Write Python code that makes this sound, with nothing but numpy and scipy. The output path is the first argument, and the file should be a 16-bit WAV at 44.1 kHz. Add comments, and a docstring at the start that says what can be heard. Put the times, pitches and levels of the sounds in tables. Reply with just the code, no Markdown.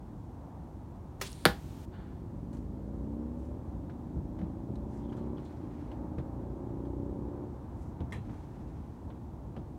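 """A low town hum builds behind a back yard; then a bow snaps, its arrow hisses off and thuds into a target by a fence.
A hillside echoes the hit; afterwards a distant vehicle pulls through three gears while the archer's gear clicks.
Bow and target are struck modes with noise bursts; whistle, vanes and scrapes are narrow noise bands.
The exhaust is a sum of wavering orders; town, cloth and microphone hiss are coloured noise.
One microphone hears it all; the recorder's hiss gate holds the treble down until a loud, bright sound opens it."""
import sys
import numpy as np
from scipy import signal
from scipy.fft import rfft, irfft, next_fast_len
from scipy.io import wavfile
from scipy.ndimage import uniform_filter1d, map_coordinates

SR = 44100
rng = np.random.default_rng(int(sys.argv[2]) if len(sys.argv) > 2 else 0)


def dump_mix(stems):
    """Bounce the given channels to the path in sys.argv[1] as a 16-bit WAV at rate SR."""
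    frames = np.atleast_2d(stems).T  # one column per channel
    limited = np.clip(frames, -1, 1)  # hard clip at full scale
    pcm = np.round(limited * 32767).astype(np.int16)
    wavfile.write(sys.argv[1], SR, pcm)


N = 431298  # length [samples]

# Far town rumble: (frequency [Hz], relative level per hertz [dB])
RUMBLE_SPECTRUM = [(20, -25.5), (32, -16.5), (45, -3.5), (62, 2), (85, -0.5), (130, -4), (200, -7.5),
                   (320, -8.5), (430, -22), (700, -31.5), (1500, -61.5)]
# Far tyre wash: (frequency [Hz], relative level per hertz [dB])
TYRE_SPECTRUM = [(150, -9), (400, 0), (650, -0.5), (900, 1.5), (1150, -6), (1500, -13.5), (2200, -20),
                 (4000, -30), (9000, -47)]
# Rise and fall of the tyre wash, before its common lift: (time [s], relative level [dB])
TYRE_LEVEL = [(0.0, -60), (3.46, -61), (5.34, -59.5), (5.58, -60), (6.29, -56.5), (7.11, -60), (7.65, -57),
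              (9.78, -61)]
# Microphone hiss: (frequency [Hz], relative level per hertz [dB])
HISS_SPECTRUM = [(300, -10.5), (1500, 1.5), (3500, 3), (4900, -0.5), (6000, 0.5), (9500, -3), (10400, -7),
                 (11500, -4.5), (15500, -7.5)]
# Distant engine, one row a gear: (pull start [s], pull end [s], start rate [cycles/s], end rate [cycles/s])
GEAR_PULLS = [(2.4, 3.53, 24, 36.7), (3.75, 5.42, 24.8, 34.1), (5.68, 7.42, 26.3, 32.6)]
# Throttle in each gear: (level at the start [dB], time of the peak [s], level at the peak [dB])
THROTTLE = [(-45, 3.09, -41), (-45, 5.36, -38.5), (-44.5, 7.02, -36.5)]
# Uneven beat of the cylinders: (multiple of the cycle rate, relative level in first, second, third gear [dB])
EXHAUST_ORDERS = [(2, 13.5, 5.5, 8.5), (3, -3.5, -8.5, -2.5), (4, -5.5, -2, -1), (5, -1, -3.5, -7.5),
                  (6, -1.5, -2, -7), (7, 5.5, 1.5, -4.5), (8, -11, -12.5, -15.5), (9, 1, -1.5, -.5),
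                  (10, -6.5, -8.5, -8.5), (11, -3, -2, -1), (12, -5, -4.5, -3.5), (13, -10, -11, -7),
                  (14, -7, -8.5, -6.5), (15, -13, -22, -18), (16, -7.5, -14, -11), (17, -26.5, -27.5, -24),
                  (18, -15.5, -17, -16.5), (19, -15.5, -16.5, -16), (21, -17.5, -16, -18),
                  (23, -21, -15.5, -20), (25, -24, -13.5, -17), (27, -22, -15.5, -16), (28, -23, -19, -16),
                  (30, -24, -14.5, -16.5), (32, -25, -18, -19), (34, -28, -21, -22)]
# Fixed colour laid on the exhaust orders, with peaks and dips: (frequency [Hz], gain [dB])
ENGINE_COLOUR = [(50, -9.5), (120, 3.0), (160, -1.0), (185, -1.0), (210, 1.0), (235, 5.0), (260, 0.5),
                 (285, 3.5), (310, 3.5), (335, -1.5), (365, 3.5), (395, -4.0), (430, -3.0), (480, -1.5),
                 (530, 2.5), (590, 5.0), (640, -10.0), (800, -2.0), (950, -4.5), (1150, -2.5)]
# Gas roar of the exhaust: (frequency [Hz], relative level per hertz [dB])
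ROAR_SPECTRUM = [(40, -24), (110, -6.5), (250, 3.5), (370, 4), (460, -15), (570, 5.5), (680, -21.5),
                 (900, -9.5), (1200, -19.5), (2000, -32), (4000, -56)]
# Sleeve passes, before a common lift: (time of the peak [s], half-length [s], relative level [dB], treble shelf [dB])
SLEEVE_PASSES = [(3.434, 0.064, -73.5, 7.5), (4.961, 0.07, -70.5, 6), (5.147, 0.15, -73.5, -4.5),
                 (5.501, 0.15, -71, -2), (5.798, 0.18, -70.5, -5), (7.828, 0.074, -72.5, 11),
                 (8.367, 0.16, -70, -0.5), (8.6, 0.13, -75, -1), (8.802, 0.25, -76, -4)]
# Rubbing cloth: (frequency [Hz], relative level per hertz [dB])
CLOTH_SPECTRUM = [(600, -10), (1500, 1.5), (2400, 2.5), (3400, -0.5), (4600, -3.5), (6000, -3),
                  (9000, -9.5), (11000, -14.5), (16000, -31)]
# Gear scrapes, before a common lift: (time of the peak [s], half-length [s], relative level [dB], centre [Hz])
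SCRAPE_EVENTS = [(5.048, .016, -64, 3350), (5.1, 0.0088, -63, 3200), (5.131, 0.0072, -57, 1370),
                 (5.18, 0.011, -60.5, 1370), (5.185, .02, -68, 3240), (5.195, .025, -69, 4070),
                 (5.23, .007, -67, 3090), (5.467, 0.016, -61.5, 3500), (5.475, .025, -67, 4150)]
# Small gear clicks: (time [s], snap level [dB], treble shelf [dB], tail t60 [s], ring centre [Hz], ring level [dB])
CLICK_EVENTS = [(2.529, -53, 17, 0.32, 4200, -53), (2.569, -56, 14, 0.12, 4230, -54),
                (3.896, -49.5, -7, 0.12, 1570, -51), (4.388, -49.5, 1, 0.14, 2050, -52),
                (4.412, -52, -2, 0.19, 2210, -52), (4.755, -49.5, 11, 0.04, 3870, -46.5),
                (5.124, -51, -2, .11, 3080, -52), (5.167, -55, 15, .14, 3300, -57),
                (5.372, -59, -4, .04, 3260, -52), (5.38, -48.5, -4, 0.089, 3000, -47),
                (5.448, -60, 22, 0.19, 4750, -60), (5.915, -48, 0, 0.11, 2840, -44),
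                (6.183, -46, -1, 0.13, 1950, -49), (6.852, -55.5, 6, 0.13, 3200, -58),
                (8.0036, -46.5, 0.5, 0.098, 3480, -43), (8.109, -58, 18, .04, 5400, -52),
                (8.1225, -44, 18.5, 0.21, 3300, -46), (8.294, -51, 0, .1, 2200, -54),
                (9.101, -51, -11, 0.13, 3200, -54), (9.5644, -46.5, -3, 0.11, 2980, -43)]
# Snap of a click: (frequency [Hz], relative level per hertz [dB])
CLICK_SPECTRUM = [(300, 12), (900, 6.5), (1400, 4.5), (1900, 2), (3400, 2.5), (5000, -6.5), (8000, -16),
                  (12000, -24), (16000, -37)]
# Soft bumps of the hand: (time [s], level [dB])
BUMP_EVENTS = [(4.155, -32.5), (4.408, -29.5), (4.679, -34.5), (6.178, -30.5), (8.003, -30), (8.156, -35),
               (8.29, -38.5), (9.565, -33.5)]
# Body of a bump: (frequency [Hz], relative level per hertz [dB])
BUMP_SPECTRUM = [(25, -44), (40, -29), (60, 7.5), (130, 6), (220, -0.5), (400, -11), (1000, -26.5),
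                 (3000, -55)]
# Rough ring of the gear with a thin jingle on top: (centre [Hz], half-width [Hz], relative level [dB], t60 [s])
GEAR_RING = [(984, 56, -15, 0.18), (1230, 140, -14, 0.13), (1850, 100, -6, 0.16), (2090, 130, -6, 0.13),
             (2350, 160, -13, 0.22), (2730, 200, -11.5, 0.23), (3295, 220, -10.5, 0.2),
             (3970, 90, -19, 0.36), (8140, 200, -24, .13), (9200, 60, -26, .13), (9800, 60, -27, .13)]
# Bow contacts, string let go and string on its stop: (time [s], level [dB])
RELEASE = [(1.2126, -28), (1.2206, -32.5)]
# Limbs, string and riser: (frequency [Hz], relative level [dB], t60 [s])
BOW_MODES = [(238, -20, 0.22), (388.6, -16, 0.18), (1020, -15, 0.091), (2070, -14.5, 0.11),
             (2440, -19.5, .15), (3430, -17, 0.13), (4060, -24, 0.075), (5600, -19, .06)]
# Snap of the string: (frequency [Hz], relative level per hertz [dB])
SNAP_SPECTRUM = [(200, -17.5), (600, 2), (1100, 0.5), (2200, -1), (4000, -3.5), (6000, -3), (8000, -9.5),
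                 (12000, -13.5), (16000, -14)]
# Ticks of loose fittings as the bow settles: (time [s], level [dB], centre [Hz])
FITTING_TICKS = [(1.2765, -44, 10000), (1.3188, -42.5, 10010), (1.329, -39.5, 6200)]
# Point going in, then shaft stopped: (time [s], crack level [dB], treble shelf [dB], shaft level [dB], body level [dB])
STRIKES = [(1.4537, -17.5, 2, -11.5, -17.5), (1.46, -14.5, -6.5, -20, -37)]
# Crack of the target face: (frequency [Hz], relative level per hertz [dB])
CRACK_SPECTRUM = [(300, -2.5), (1200, -1.5), (1750, 1), (2600, -8), (3600, -4.5), (4600, -6), (6000, -17),
                  (8000, -16.5), (10000, -15.5), (13000, -16), (16000, -20)]
# Stiff arrow shaft: (frequency [Hz], relative level [dB], t60 [s])
SHAFT_MODES = [(1490, 4.5, 0.004), (3422, -1, 0.0098), (4430, -3.5, 0.0092), (9664, -6, 0.0064),
               (11900, -11.5, 0.005), (13900, -13.5, .004)]
# Target and its backing: (frequency [Hz], relative level [dB], t60 [s])
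TARGET_MODES = [(57, -9, .3), (98, -14, .14), (161, -16, .14), (182.9, -14.5, .14), (214, -15, 0.22),
                (351, -11.5, .12), (388, -11.5, .1), (490, -10, .14), (611.6, -17, 0.091), (758, -20, .16),
                (805, -15, 0.24), (873, -19.5, .15), (985, -18, 0.092), (1135, -9.5, .06), (1260, -10, .06),
                (1416, -10, 0.088), (1530, -9, 0.06), (1710, -12, 0.067), (1790, -14, .05),
                (1978, -15.5, 0.08), (2114, -19, .08), (3310, -25.5, .1)]
# Strength of the bending wave as its pitch falls: (frequency [Hz], relative level [dB])
BEND_STRENGTH = [(60, -24), (110, -8.5), (170, 1), (280, -4), (420, 4), (750, 1), (1050, -.5), (1500, 4.5)]
# Decay of the yard's scatter: (frequency [Hz], t60 [s])
YARD_DECAY = [(100, 0.17), (500, 0.18), (1500, 0.16), (2500, 0.21), (4000, 0.18), (7000, .19), (14000, .16)]
# What air and slope leave of the echo: (frequency [Hz], relative level per hertz [dB])
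HILL_SPECTRUM = [(300, -6), (1100, -10), (1800, -6), (2800, 0), (4400, -7), (6000, -12), (10000, -30)]

# The town's rumble starts BUILD_DB down and grows for BUILD_S
RUMBLE_DB, BUILD_DB, BUILD_S = -42.5, 3, 4.1
# Engine rates [cycles/s] before and after the pulls; times [s] of a gear shift and of spinning up or down
IDLE_RATE, COAST_RATE, CLUTCH_S, SPIN_S = 22.5, 27, .08, .3
# Each pull eases before the shift; off the throttle it drops, and outside the pulls it is barely heard
EASE_DB, LIFTED_DB, LIFT_S, APPROACH_S, FAR_DB = 4, -46.5, 0.12, 1.1, -60.5
# A loose part: first strike, time between strikes, loss at each
CLACK_S, CLACK_DB, RATTLE_S, RATTLE_LOSS_DB = 8.1229, -35.5, 0.019, 9
# Hard knock of the first strike
KNOCK_DB, KNOCK_HZ, KNOCK_T60_S = -33, 1910, 0.038
# Arrow in flight: starting levels, fade as it flies off, time constant of the launch
WHISTLE_DB, WHISTLE_FADE_DB_PER_S = -56, 61.5
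VANES_DB, VANES_FADE_DB_PER_S, LAUNCH_S = -56.5, 62, .008
# The whistle glides up and flares briefly near the top
WHISTLE_START_HZ, WHISTLE_TOP_HZ, GLIDE_S = 1700, 4000, .056
FLARE_AFTER_S, FLARE_LENGTH_S, FLARE_DB = .047, .017, 10.5
# Low bending waves cross the target slowly: lag scale, and the frequency that arrives at once
BEND_LAG_S, PROMPT_HZ = .0053, 1850
# Dense scatter of the crack off fence and ground
SCATTER_DB, SCATTER_RISE_S, SCATTER_T60_S, SCATTER_TREBLE_DB = -27, 0.002998, 0.21, -3
# Echo from the hillside beyond the fence
HILL_S, HILL_DB, HILL_RISE_S, HILL_T60_S = .458, -33, 0.018, 0.93
# Band limits of the recorder
BASS_HZ, TOP_HZ = 32, 15900


def amp(db):
    """Decibels to gain."""
    return 10 ** (np.asarray(db) / 20)


def unit(x):
    """Scale to rms 1."""
    return x / np.sqrt(np.mean(x ** 2) + 1e-20)


def along(points, hz):
    """(frequency [Hz], value) points read on a log frequency axis."""
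    f, v = np.transpose(points)
    return np.interp(np.log(hz + 1), np.log(f + 1), v)


def curves(rows):
    """One value per sample for each column after the time."""
    s, *cols = np.transpose(rows)
    return [np.interp(np.arange(N) / SR, s, c) for c in cols]


def wobble(rate):
    """A smooth random curve, rate knots a second."""
    knots = rng.standard_normal(int(N * rate / SR) + 4)
    coarse = np.arange(0, N, 64)
    return np.interp(np.arange(N), coarse, map_coordinates(knots, [coarse * rate / SR]))


def filtered(x, response):
    """x shaped by a gain that is a function of frequency."""
    m = next_fast_len(len(x) + 8192)
    spectrum = rfft(x, m) * response(np.fft.rfftfreq(m, 1 / SR))
    return irfft(spectrum, m)[:len(x)]


def noise(spectrum, size, treble_db=0):
    """Coloured noise of rms 1, with a shelf on its treble."""
    shelf = [(4000, 0), (7000, treble_db)]
    white = rng.standard_normal(size)
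    return unit(filtered(white, lambda hz: amp(along(spectrum, hz) + along(shelf, hz))))


def narrow(hz, width_hz, size):
    """A band of noise of rms 1 round a fixed or moving centre."""
    slow = filtered(rng.standard_normal(size), lambda f: 1 / (1 + (f / width_hz) ** 2))
    carrier = np.cos(2 * np.pi * np.cumsum(hz * np.ones(size)) / SR)
    return unit(slow * carrier)


def fade(t60, rise):
    """Half a second of a quick rise and an exponential decay."""
    t = np.arange(SR // 2) / SR
    return np.exp(-np.log(1000) * t / t60) * (1 - np.exp(-t / rise))


def ring(modes, rise_cycles, scatter_db):
    """Struck modes build up over a set number of cycles, so the bass comes last."""
    t = np.arange(SR // 2) / SR
    out = np.zeros(len(t))
    for k, (hz, db, t60) in enumerate(modes):
        gain = (-1) ** k * amp(db + scatter_db * rng.standard_normal())
        out += gain * fade(t60, rise_cycles / hz) * np.sin(2 * np.pi * hz * t)
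    return out


def add(track, s, sound):
    """Mix a sound into the track at time s."""
    part = track[round(s * SR):][:len(sound)]
    part += sound[:len(part)]


def town():
    """Far traffic: an uneven rumble under a smoother wash of tyres."""
    build_db, = curves([(0, -BUILD_DB), (BUILD_S, 0)])
    tyres_db, = curves(TYRE_LEVEL)
    rumble = amp(RUMBLE_DB + build_db + 0.99 * wobble(11)) * noise(RUMBLE_SPECTRUM, N)
    tyres = amp(tyres_db + 3.5 + 1.1 * wobble(8)) * noise(TYRE_SPECTRUM, N)
    return rumble + tyres


def microphone_hiss():
    """Steady coloured noise of the microphone itself."""
    return amp(-64.0) * noise(HISS_SPECTRUM, N)


def driving():
    """Engine rate and level: both rise through each gear and fall at the shift."""
    first, last = GEAR_PULLS[0][0], GEAR_PULLS[-1][1]
    speed = [(first - SPIN_S, IDLE_RATE)]
    level = [(first - APPROACH_S, FAR_DB)]
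    for (start, end, low, high), (start_db, peak_s, peak_db) in zip(GEAR_PULLS, THROTTLE):
        speed += [(start, low), (end, high), (end + CLUTCH_S, high)]
        level += [(start, start_db), (peak_s, peak_db)]
        level += [(end, peak_db - EASE_DB), (end + LIFT_S, LIFTED_DB)]
    speed.append((last + SPIN_S, COAST_RATE))
    level.append((last + SPIN_S, FAR_DB))
    return curves(speed) + curves(level)


def vehicle():
    """An uneven exhaust beat climbs through a fixed colour of peaks and dips; the air makes every order waver."""
    cycle_hz, level_db = driving()
    waver_db, roar_share, smear_radians, chuff_db, unsteady = 1.5, .17, .8, 3.5, .0008
    turn = 2 * np.pi * np.cumsum(cycle_hz * (1 + unsteady * wobble(12))) / SR
    t = np.arange(N) / SR
    pull_s = np.ravel([gear[:2] for gear in GEAR_PULLS])
    beat = np.zeros(N)
    for order, *gear_db in EXHAUST_ORDERS:
        order_db = np.interp(t, pull_s, np.repeat(gear_db, 2))
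        order_db = order_db + along(ENGINE_COLOUR, order * cycle_hz) + waver_db * wobble(5)
        # the orders stay roughly in step, so one chuff stands out in every cycle
        beat += amp(order_db) * np.cos(order * turn + rng.normal(0, smear_radians))
    # gas noise comes with each chuff
    roar = unit(noise(ROAR_SPECTRUM, N) * amp(chuff_db * np.cos(turn)))
    return amp(level_db) * (unit(beat) + roar_share * roar)


def sleeve():
    """Short, scratchy swells of cloth as the archer moves."""
    out, t = np.zeros(N), np.arange(SR) / SR - .5
    for s, length, db, treble_db in SLEEVE_PASSES:
        swell = np.exp(-(t / length) ** 2)
        add(out, s - .5, amp(db + 9.5) * noise(CLOTH_SPECTRUM, SR, treble_db) * swell)
    return out * amp(1.8 * wobble(70))


def scrapes():
    """Hard parts rub over each other in short, chirpy swells of rough level, as they stick and slip."""
    out, t = np.zeros(N), np.arange(SR) / SR - .5
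    for s, length, db, hz in SCRAPE_EVENTS:
        rub = unit(narrow(hz, width_hz=230, size=SR) + amp(-6) * noise(CLOTH_SPECTRUM, SR))
        add(out, s - .5, amp(db + 3.0) * rub / (1 + (t / length) ** 2))
    return out * amp(1.6 * wobble(160))


def bumps():
    """The hand bumps softly against the gear: bursts of low noise."""
    out = np.zeros(N)
    for s, db in BUMP_EVENTS:
        add(out, s, amp(db) * noise(BUMP_SPECTRUM, SR // 2) * fade(t60=0.29, rise=0.0023))
    return out


def clicks():
    """Gear clicks: a snap, a brief hard ring at the struck part's own pitch, and a short tail."""
    out, size = np.zeros(N), SR // 2
    for s, db, treble_db, t60, ring_hz, ring_db in CLICK_EVENTS:
        shape = amp(-1.0) * fade(t60=0.018, rise=0.0004) + amp(1.0) * fade(t60, rise=0.0013)
        snap = amp(db) * noise(CLICK_SPECTRUM, size, treble_db) * shape
        tick = narrow(ring_hz, width_hz=230, size=size) * fade(t60=0.041, rise=0.0011)
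        add(out, s, snap + amp(ring_db) * tick)
    return out


def rattle(count):
    """A loose part knocks hard, bounces ever more weakly, and rings the gear."""
    out = np.zeros(N)
    knock = ring([(KNOCK_HZ, 0, KNOCK_T60_S)], rise_cycles=1.5, scatter_db=-2.0)
    add(out, CLACK_S, amp(KNOCK_DB) * knock)
    for k in range(count):
        clack = np.zeros(SR // 2)
        for hz, width_hz, db, t60 in GEAR_RING:
            clack += amp(db) * narrow(hz, width_hz, SR // 2) * fade(t60, rise=0.00063)
        add(out, CLACK_S + k * RATTLE_S, amp(CLACK_DB - k * RATTLE_LOSS_DB) * clack)
    return out


def yard(x, wet_db, treble_db, rise):
    """x with its scatter from fence, house and ground: noise decaying at its own rate in each band."""
    hz, t, z = signal.stft(rng.standard_normal(SR // 2), SR, nperseg=256)
    colour = amp(along([(4500, 0.00061), (7000, treble_db)], hz))[:, None]
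    decay = np.exp(-np.log(1000) * t / along(YARD_DECAY, hz)[:, None])
    tail = signal.istft(z * decay * colour, SR, nperseg=256)[1]
    tail = tail * (1 - np.exp(-np.arange(len(tail)) / SR / rise))
    return x + amp(wet_db) * signal.fftconvolve(x, tail / np.linalg.norm(tail))[:N]


def hillside(x):
    """The scrubby slope returns x about half a second later, thin and smeared."""
    out = np.zeros(N)
    slope = noise(HILL_SPECTRUM, SR // 2) * fade(HILL_T60_S, HILL_RISE_S)
    add(out, HILL_S, amp(HILL_DB) * signal.fftconvolve(x, slope / np.linalg.norm(slope)))
    return out


def bow():
    """The string whips forward onto its stop; limbs ring and fittings tick."""
    out = np.zeros(N)
    for s, db in RELEASE:
        shape = fade(t60=0.036, rise=.001) + amp(-16.5) * fade(t60=0.27, rise=.004)
        whip = noise(SNAP_SPECTRUM, SR // 2) * shape
        limbs = ring(BOW_MODES, rise_cycles=1, scatter_db=1)
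        add(out, s, amp(db) * (whip + limbs))
    for s, db, hz in FITTING_TICKS:
        tick = narrow(hz, width_hz=1700, size=SR // 2) * fade(t60=.01, rise=.0004)
        add(out, s, amp(db) * tick)
    return yard(out, wet_db=-13.5, treble_db=-3.0, rise=.006)


def arrow_flight():
    """Air whistles round the shaft and hisses in the vanes as the arrow leaves."""
    t = np.arange(N) / SR
    age = np.maximum(t - RELEASE[-1][0], 0)
    flying = (1 - np.exp(-age / LAUNCH_S)) * (t < STRIKES[0][0])
    hz = np.interp(age, [0, GLIDE_S], [WHISTLE_START_HZ, WHISTLE_TOP_HZ])
    flare = np.exp(-((age - FLARE_AFTER_S) / FLARE_LENGTH_S) ** 2)
    whistle_db = WHISTLE_DB - WHISTLE_FADE_DB_PER_S * age + FLARE_DB * flare
    octave = amp(-5.5) * narrow(2 * hz, width_hz=1800, size=N)
    whistle = amp(whistle_db) * (narrow(hz, width_hz=950, size=N) + octave)
    vanes = amp(VANES_DB - VANES_FADE_DB_PER_S * age) * narrow(9100, width_hz=1000, size=N)
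    return flying * (whistle + vanes) * amp(2.2 * wobble(270))


def thud():
    """A bending wave arrives treble first, so the knock drops into a thump and wakes the target's modes."""
    t = np.arange(SR) / SR
    falling_hz = PROMPT_HZ / (1 + t / BEND_LAG_S) ** 2
    # below the lowest listed frequency the wave dies away
    strength = amp(along(BEND_STRENGTH, falling_hz)) * np.minimum(falling_hz / BEND_STRENGTH[0][0], 1) ** 2
    out = strength * np.sin(2 * np.pi * np.cumsum(falling_hz) / SR)
    for k, (hz, db, t60) in enumerate(TARGET_MODES):
        lag = BEND_LAG_S * max(np.sqrt(PROMPT_HZ / hz) - 1, 0)
        add(out, lag, (-1) ** k * ring([(hz, db, t60)], rise_cycles=1.0, scatter_db=1.0))
    return out


def arrow_hit():
    """The point cracks through the face, the shaft clacks and the whole target thuds."""
    cracks, shaft, body = np.zeros((3, N))
    for s, crack_db, treble_db, shaft_db, body_db in STRIKES:
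        crack = noise(CRACK_SPECTRUM, SR // 2, treble_db) * fade(t60=0.017, rise=0.00018)
        add(cracks, s, amp(crack_db) * crack)
        # the strike's treble setting also moves the shaft's highest modes
        modes = [(hz, db + treble_db * (hz > 7000), t60) for hz, db, t60 in SHAFT_MODES]
        add(shaft, s, amp(shaft_db) * ring(modes, rise_cycles=0.32, scatter_db=0.5))
        add(body, s, amp(body_db) * thud())
    scatter = noise(CRACK_SPECTRUM, SR // 2, SCATTER_TREBLE_DB) * fade(SCATTER_T60_S, SCATTER_RISE_S)
    add(cracks, STRIKES[0][0], amp(SCATTER_DB) * scatter)
    hit = shaft + cracks + yard(body, wet_db=-15.0, treble_db=-7.5, rise=0.0065)
    return hit + hillside(hit)


def scene():
    """All sources at one microphone, with its own hiss."""
    background = town() + microphone_hiss() + vehicle()
    handling = sleeve() + scrapes() + bumps() + clicks() + rattle(count=3)
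    shot = bow() + arrow_flight() + arrow_hit()
    return (background + handling + shot)[None]


def hiss_gate(x, threshold_db, hold, shut_db):
    """The treble is turned down except around and just after a loud, bright sound."""
    bright = filtered(x, lambda hz: hz > 5500)
    loud = uniform_filter1d(bright ** 2, size=256) > amp(threshold_db) ** 2
    # the gate opens slightly ahead of the sound and is held after it
    ahead, held = round(0.013 * SR), round(hold * SR)
    is_open = signal.fftconvolve(loud * 1., np.ones(ahead + held))[ahead:ahead + N] > .5
    shut_curve = [(900, 0.0056), (1600, shut_db / 3), (2800, shut_db)]
    shut = filtered(x, lambda hz: amp(along(shut_curve, hz)))
    return shut + uniform_filter1d(is_open * 1., size=200) * (x - shut)


def record(dry):
    """Hiss gate, then the recorder's band limits."""
    gated = hiss_gate(dry[0], threshold_db=-41, hold=.388, shut_db=-12)
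    bass_cut = signal.butter(2, BASS_HZ, "high", fs=SR, output="sos")
    thinned = signal.sosfilt(bass_cut, gated)
    return filtered(thinned, lambda hz: hz < TOP_HZ)[None]


dry = scene()
out = record(dry)
dump_mix(out)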